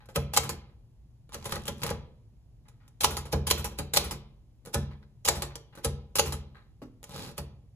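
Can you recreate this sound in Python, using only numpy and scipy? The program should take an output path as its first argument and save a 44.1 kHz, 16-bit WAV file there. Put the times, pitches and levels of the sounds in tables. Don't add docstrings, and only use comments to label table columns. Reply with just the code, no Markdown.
import sys
import numpy as np
from scipy import signal
from scipy.fft import rfft, irfft, next_fast_len
from scipy.io import wavfile
from scipy.ndimage import uniform_filter1d

SR = 44100
rng = np.random.default_rng(int(sys.argv[2]) if len(sys.argv) > 2 else 0)


def store_pcm(level_fs):
    pcm = np.round(np.clip(level_fs, -1, 1) * 32767).astype(np.int16)
    wavfile.write(sys.argv[1], SR, np.atleast_2d(pcm).T)


N = 341775
TIME = np.arange(N) / SR
SIZE = next_fast_len(N + SR, True)
HZ = np.fft.rfftfreq(SIZE, 1 / SR)

# slug on the platen in seconds, slug level in dB, key down this many seconds
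# earlier, key level in dB, type bar home this many seconds later, landing level in dB.
LETTERS = [(0.3722, -13, 0.037, -30, 0.12, -30.5), (3.043, -12, 0.036, -27.5, .1253, -31),
           (3.5093, -14, 0.041, -28.5, .1341, -28.5), (3.970, -11.5, 0.034, -23.5, 0.14, -32),
           (5.2847, -13.5, .0351, -27.5, .1363, -29.5), (6.1928, -13, 0.038, -26.5, 0.13, -31)]
# start in seconds, level in dB, dull knock in dB,
# fade in seconds, push on the desk in dB.
THUMPS = [(0.159, -22.5, -26, 0.0038, -30.5), (3.326, -27.5, -20.5, 0.0063, -26),
          (3.787, -30.5, -29.5, .0075, -36), (4.7433, -17.5, -26, 0.0026, -27),
          (5.8455, -24, -26, 0.0072, -29), (7.379, -33, -35.5, 0.0092, -39)]
# start in seconds, level in dB,
# dull knock in dB, fade in seconds, push on the desk in dB.
LURCHES = [(1.344, -32.5, -35, 0.0041, -45), (1.4546, -36, -32, 0.014, -46.5),
           (1.5217, -28.5, -33, 0.0034, -45), (1.555, -36.5, -33, 0.006, -40.5),
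           (1.68, -27.5, -31, 0.0052, -39), (1.834, -26, -28, 0.0049, -54),
           (1.864, -35, -35.5, 0.0093, -47), (1.902, -34, -28, 0.0056, -38)]
# start in seconds, level in dB, fade in seconds.
CLICKS = [(0.0562, -51, 0.0036), (1.2922, -44, .0016), (1.329, -47, .0025), (1.494, -33.5, 0.0018),
          (1.654, -38.5, 0.0053), (2.6824, -54, 0.0068), (2.879, -57.5, 0.0057), (4.651, -51, 0.006),
          (4.6589, -35.5, 0.0015), (5.5549, -31, 0.0032), (5.752, -46.5, 0.007), (7.03, -46.5, 0.0022),
          (7.04, -40, 0.0023), (7.315, -48, 0.0024)]
# start in seconds, level in dB.
GRIP = (6.818, -45.5)
# frequency in Hz, gain in dB.
STEEL = [(60, -19.5), (300, -7.5), (900, -2.5), (1700, -5.5), (3200, 0.5), (5000, -2.5), (8000, -1.5),
         (10000, -1.5), (13000, -5.5), (15400, -9), (16200, -30.5)]

RATTLE_SHARE, RATTLE_DB = .49, -36
TAB_START_S, TAB_END_S = 1.327, 1.925


def amp(db):
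    return 10 ** (np.asarray(db) / 20)


def read(points, hz):
    f, value = np.transpose(points)
    return np.interp(np.log(hz + 1), np.log(f + 1), value)


def add(mix, s, sound):
    part = mix[:, round(s * SR):][:, :sound.shape[-1]]
    part += sound[..., :part.shape[1]]


def grit(size, clump_db):
    clumps = amp(clump_db * np.clip(rng.standard_normal(size // 32 + 1), -2, 2))
    clumps /= np.sqrt(np.mean(clumps ** 2))
    return rng.standard_normal((2, size)) * np.repeat(clumps, 32)[:size]


def contact(db, fade, rise=.0002, clump_db=2.0):
    t = TIME[:8192]
    hz = np.fft.rfftfreq(len(t), 1 / SR)
    knots = np.geomspace(600, 16000, 50)
    colour = amp(2.6 * np.interp(hz, knots, rng.standard_normal(len(knots)), left=0))
    colour /= np.sqrt(np.mean(colour ** 2))
    chatter = irfft(rfft(grit(len(t), clump_db)) * colour)
    return amp(db) * (1 - np.exp(-t / rise)) * np.exp(-t / fade) * chatter


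def travel(mix, s, db, swell):
    rub = contact(db, swell)[:, :round(.04 * SR)]
    add(mix, s - .04, rub[:, ::-1])


def through_case(x, colour):
    # resonance in Hz, width in Hz, boost in dB.
    case = [(353.4, 14, 4.5), (440, 170, 6), (574.8, 12, 8.5), (829, 53, 8), (990, 90, 6), (1282, 120, 4.5),
            (2360, 99, -2.5), (2399, 44, 6), (2723, 31, -7.5), (2993, 28, -2), (3500, 68, -4),
            (4030, 130, 3), (5530, 100, -3.5), (7833, 150, 4)]
    hz = np.fft.rfftfreq(8192, 1 / SR)
    peaks_db = sum(db / (1 + (2 * (hz - f) / width) ** 2) for f, width, db in case)
    gain = amp(read(colour, hz) + peaks_db)
    cepstrum = irfft(np.log(gain / np.sqrt(np.mean(gain ** 2))))
    cepstrum[1:len(hz) - 1] *= 2
    cepstrum[len(hz):] = 0
    taps = irfft(np.exp(rfft(cepstrum)))
    return signal.oaconvolve(x, taps[None], axes=1)[:, :N]


def modes_of(table):
    t = TIME[:SR]
    return np.array([(-1) ** k * amp(db - 60 * t / t60) * np.sin(2 * np.pi * hz * t)
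                     for k, (hz, db, t60) in enumerate(table)])


def rolling(level, colour, teeth_hz, tick_fade, tick_db, uneven_db):
    wander = 6 * uniform_filter1d(rng.standard_normal(N), 1500)
    teeth = np.cumsum(teeth_hz * (1 + wander)) / SR
    size_db = tick_db + uneven_db * np.clip(rng.standard_normal(N), -1.5, 1.5)
    size = amp(size_db)[teeth.astype(int)]
    since_tooth_s = (teeth % 1) / teeth_hz
    ticks = size * np.exp(-since_tooth_s / tick_fade)
    return through_case(level * (.5 + ticks) * grit(N, 3.9), colour)


def tail(t60s, onset):
    hz, t, z = signal.stft(rng.choice([-1., 1.], (2, SR)), SR, nperseg=256)
    t60 = read(t60s, hz)[:, None]
    even_power = np.sqrt(2 * np.log(1000) / (t60 * SR))
    z = z * amp(-60 * t / t60) * even_power
    taps = signal.istft(z, SR, nperseg=256)[1][:, :SR]
    swell = 1 - np.exp(-(TIME[:SR] / onset) ** 2)
    return rfft(taps * swell, SIZE)


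def hush():
    # frequency in Hz, gain in dB.
    rumble = [(15, -50), (25, -20), (44, -6.5), (62, -4), (84, -16), (114, -4.5), (170, -20), (270, -26.5),
              (450, -37.5), (800, -41), (1400, -51.5), (3250, -51.5), (13000, -58), (16000, -69)]
    gain = amp(read(rumble, HZ))
    gain /= np.sqrt(np.mean(gain ** 2))
    return amp(-55.5) * rfft(rng.standard_normal((2, SIZE))) * gain


def desk(lag=.006, swell=0.013, uneven_db=2):
    # frequency in Hz, level in dB, 60 dB decay in seconds.
    desk_modes = [(43, -14.5, .5), (60, -4.5, .7), (77.6, 1.5, 0.56), (104, -8, .45), (139.6, -1, 0.6),
                  (178.8, -5, 0.31), (208.4, -13, 0.78), (224.6, -9.5, 0.4), (292.5, -13.5, .25)]
    key_push_db, slug_push_db, rattle_push_db, home_push_db = -41, -37, -37, -39.5
    pushes = [(s, db) for s, *_, db in THUMPS + LURCHES]
    for strike, _, lead, _, fall, _ in LETTERS:
        pushes += [(strike - lead, key_push_db), (strike, slug_push_db),
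                   (strike + RATTLE_SHARE * fall, rattle_push_db), (strike + fall, home_push_db)]
    out = np.zeros((2, N))
    modes = modes_of(desk_modes) * (1 - np.exp(-TIME[:SR] / swell))
    for s, db in pushes:
        blend_db = db + uneven_db * rng.standard_normal((2, len(desk_modes)))
        add(out, s + lag, amp(blend_db) @ modes)
    return rfft(out, SIZE)


def hands():
    # start in seconds, level in dB, fade in seconds.
    rustles = [(.002, -60, .04), (.69, -67.5, 0.024), (2.651, -68, 0.062), (2.80, -68, 0.057),
               (4.82, -54, 0.027), (4.908, -52, 0.023), (5.025, -56.5, 0.0098), (5.505, -52.5, .02),
               (5.724, -59, 0.087), (6.546, -57, 0.049)]
    # frequency in Hz, gain in dB.
    soft = [(100, -18.5), (500, 0.5), (1100, 7.5), (1600, 9), (2600, 1.5), (4000, 0), (7000, -22),
            (12000, -20.5), (16000, -26)]
    # frequency in Hz, level in dB, 60 dB decay in seconds.
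    knob = [(159.3, -17, 0.54), (218, -3.5, 0.26), (260, -0.5, 0.29), (300, -3.5, 0.23), (380, 0, 0.07),
            (495, -8, 0.047), (660, -5, 0.082), (1084, -4, 0.027)]
    rub, bump = np.zeros((2, 2, N))
    for s, db, fade in rustles:
        add(rub, s, contact(db, fade, rise=0.0028, clump_db=6.0))
    add(bump, GRIP[0], amp(GRIP[1]) * modes_of(knob).sum(0))
    return through_case(rub, soft) + bump


def loose_parts(fade=0.0018, count=40, loudest_db=-43, range_db=20):
    steel = np.zeros((2, N))
    for when, faintness in rng.random((count, 2)):
        s = TAB_START_S + when * (TAB_END_S - TAB_START_S)
        add(steel, s, contact(loudest_db - range_db * faintness, fade, rise=.0001))
    return through_case(steel, STEEL)


def ringing(strike_db=-33, return_db=-22, rattle_db=-13, thump_db=-24, lurch_db=-21, click_db=-24,
            uneven_db=4, detune=0.021):
    # frequency in Hz, level in dB, 60 dB decay in seconds.
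    bars = [(456, 2, 0.087), (569, -6, 0.058), (895, -3.5, 0.053), (1002, -4, .14), (1256, -4, 0.081),
            (1423, -0.5, 0.13), (1810, -6, 0.18), (2340, -4.5, 0.089), (3000, -12.5, 0.065),
            (3070, -11.5, 0.12), (3470, -9, .12), (3800, -8.5, 0.073), (5600, -9, .15), (7300, -16, 0.11),
            (10100, -10, 0.15)]
    kinds = (THUMPS, thump_db), (LURCHES, lurch_db), (CLICKS, click_db)
    blows = [(row[0], row[1] + db) for rows, db in kinds for row in rows]
    for strike, db, _, _, lag, home_db in LETTERS:
        blows += [(strike, db + strike_db), (strike + lag, home_db + return_db),
                  (strike + RATTLE_SHARE * lag, RATTLE_DB + rattle_db)]
    hz, mode_db, t60 = np.transpose(bars)
    t, out = TIME[:SR // 5], np.zeros((2, N))
    fades = amp(mode_db[:, None] - 60 * t / t60[:, None]) * (1 - np.exp(-t / 0.00062))
    for s, db in blows:
        shift, left, right = rng.standard_normal((3, len(bars)))
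        shifted_hz = hz * (1 + detune * shift)
        modes = fades * np.sin(2 * np.pi * shifted_hz[:, None] * t)
        blend_db = db + uneven_db * np.clip([left, right], -1.5, 1.5)
        add(out, s, amp(blend_db) @ modes)
    return out


def slide_back(start_s=7.05, length_s=0.3, level_db=-44.5, steepness=1.6):
    # frequency in Hz, gain in dB.
    ratchet = [(40, 1.5), (130, 21), (300, 6), (460, 5), (1000, 2.5), (1800, -2), (4000, 3), (6000, -3.5),
               (10000, -6), (13500, -7), (15400, -29), (16200, -35)]
    speed = np.sin(np.pi * np.clip((TIME - start_s) / length_s, 0, 1))
    level = amp(level_db) * np.abs(speed) ** steepness
    return rolling(level, ratchet, teeth_hz=142, tick_fade=0.0045, tick_db=3.0, uneven_db=2.5)


def tab_run(roll_db=-69, clatter_db=-7.5, swell_s=0.011, fade_s=0.014):
    # frequency in Hz, gain in dB.
    roll = [(40, 15.5), (120, 17.5), (300, 5), (480, -5), (1000, 8.5), (1600, 2.5), (3200, 3), (6000, -2),
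            (10000, -10), (13500, -17), (15400, -37), (16200, -20)]
    level = amp(roll_db) * ((TIME > TAB_START_S) & (TIME < TAB_END_S))
    for s, _, knock_db, _, _ in LURCHES:
        shape = np.exp(-np.maximum((s - TIME) / swell_s, (TIME - s) / fade_s))
        level = level + amp(knock_db + clatter_db) * shape
    return rolling(level, roll, teeth_hz=69.73, tick_fade=0.0015, tick_db=9.5, uneven_db=6.5)


def levers(knock_lag=0.0034):
    # frequency in Hz, gain in dB.
    dull = [(50, -11.5), (160, 4), (300, -7.5), (480, -2), (700, -7.5), (1000, -12.5), (1600, -12),
            (2400, -21), (4000, -22), (12000, -44)]
    touch_lead_s, touch_db, touch_fade_s = 0.072, -20, 0.018
    steel, knock = np.zeros((2, 2, N))
    for s, db, knock_db, fade, _ in THUMPS + LURCHES:
        travel(steel, s, db - 11.5, swell=0.0038)
        add(steel, s, contact(db + 0.5, fade, rise=0.0003))
        add(knock, s + knock_lag, contact(knock_db, fade=.013, rise=0.0022))
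    for s, _, knock_db, _, _ in THUMPS:
        touch = knock_db + touch_db
        add(steel, s - touch_lead_s, contact(touch - 8.5, touch_fade_s, clump_db=7))
        add(knock, s - touch_lead_s, contact(touch, touch_fade_s))
    for s, *_ in LURCHES:
        add(steel, s - .011, contact(-40.5, fade=0.0033, clump_db=-4.0))
    for s, db, fade in CLICKS:
        add(steel, s, contact(db, fade, clump_db=7.0))
        add(knock, s, contact(db - 13, 2.4 * fade))
    add(steel, GRIP[0], contact(-58, fade=0.018, clump_db=-8))
    add(knock, GRIP[0], contact(-45, fade=0.018))
    return through_case(steel, STEEL) + through_case(knock, dull)


def letters(trip_lead=.0085, rebound=.0019):
    # frequency in Hz, gain in dB.
    slug_colour = [(60, -11), (250, -1), (500, 4), (850, 5), (1700, -1), (3200, 6), (5000, 4.5),
                   (7500, 1.5), (10000, 0.5), (13000, -0.5), (15400, -9.5), (16200, -27)]
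    # frequency in Hz, gain in dB.
    rest_colour = [(60, -23.5), (300, 7.5), (700, 0.5), (1000, 5.5), (1700, 1), (3200, -1), (5000, -1),
                   (8000, 0), (13000, -2), (15400, -9), (16200, -26.5)]
    slug, steel, rest = np.zeros((3, 2, N))
    for strike, db, lead, key_db, lag, home_db in LETTERS:
        key, home = strike - lead, strike + lag
        travel(steel, key, key_db - 7, swell=0.00098)
        add(steel, key, contact(key_db, fade=0.018, rise=0.00069, clump_db=4.0))
        add(steel, strike - trip_lead, contact(db - 8.5, fade=0.009, rise=.0004))
        add(slug, strike, contact(db + 0.5, fade=0.0016, rise=0.00035, clump_db=1.5))
        add(slug, strike + rebound, contact(db + 3, fade=0.0029, clump_db=-2))
        add(steel, strike, contact(db - 35.5, fade=0.069, rise=0.026, clump_db=3))
        rattle = strike + RATTLE_SHARE * lag
        add(rest, rattle, contact(RATTLE_DB, fade=0.023, rise=0.0032, clump_db=3.5))
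        add(steel, home, contact(home_db + 2, fade=0.0039, rise=.0001))
        add(rest, home, contact(home_db, fade=0.014, rise=0.0032, clump_db=1.5))
    return through_case(slug, slug_colour) + through_case(steel, STEEL) + through_case(rest, rest_colour)


def widen(z):
    # frequency in Hz, left-right likeness from 0 to 1.
    likeness = [(100, .88), (400, .95), (900, .8), (1400, .5), (1900, .25), (2800, .5), (5000, .5),
                (6100, .25), (7400, .55), (8400, .96), (15000, .96)]
    # frequency in Hz, left minus right in dB.
    tilt = [(400, .2), (800, -3.5), (1100, 0), (1550, 2.5), (2400, 0), (3100, 1), (4300, -1.5), (5700, -5),
            (7400, 1), (8500, 0)]
    angle = np.arcsin(np.clip(read(likeness, HZ), 0, 1)) / 2
    left, right = np.cos(angle) * z + np.sin(angle) * z[::-1]
    lag = np.interp(HZ, [300, 800, 5800, 6600], [.0002, -.0001, -.0001, .000292])
    lean = amp(read(tilt, HZ) / 2)
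    return np.array([left * np.exp(-2j * np.pi * HZ * lag) * lean, right / lean])


def scene():
    # frequency in Hz, 60 dB decay in seconds.
    metalwork = [(200, 0.55), (800, 0.038), (3000, 0.1), (12000, 0.033)]
    # frequency in Hz, 60 dB decay in seconds.
    room = [(150, 1), (500, 0.65), (1400, 0.46), (3500, .48), (8000, 0.19), (14000, 0.17)]
    low = hush() + amp(-2.0) * desk()
    near = 1 + amp(-3) * tail(metalwork, onset=.002)
    space = amp(1.0) * (near + amp(-8.5) * tail(room, onset=0.015))
    machine = letters() + levers() + ringing() + tab_run() + slide_back() + hands() + loose_parts()
    return irfft(widen(rfft(machine, SIZE) * space + low), SIZE)[:, :N]


def record(dry):
    low_pass = signal.firwin(511, 15650, window=("kaiser", 9), fs=SR)
    return signal.oaconvolve(dry, low_pass[None], "same")


dry = scene()
out = record(dry)
store_pcm(out)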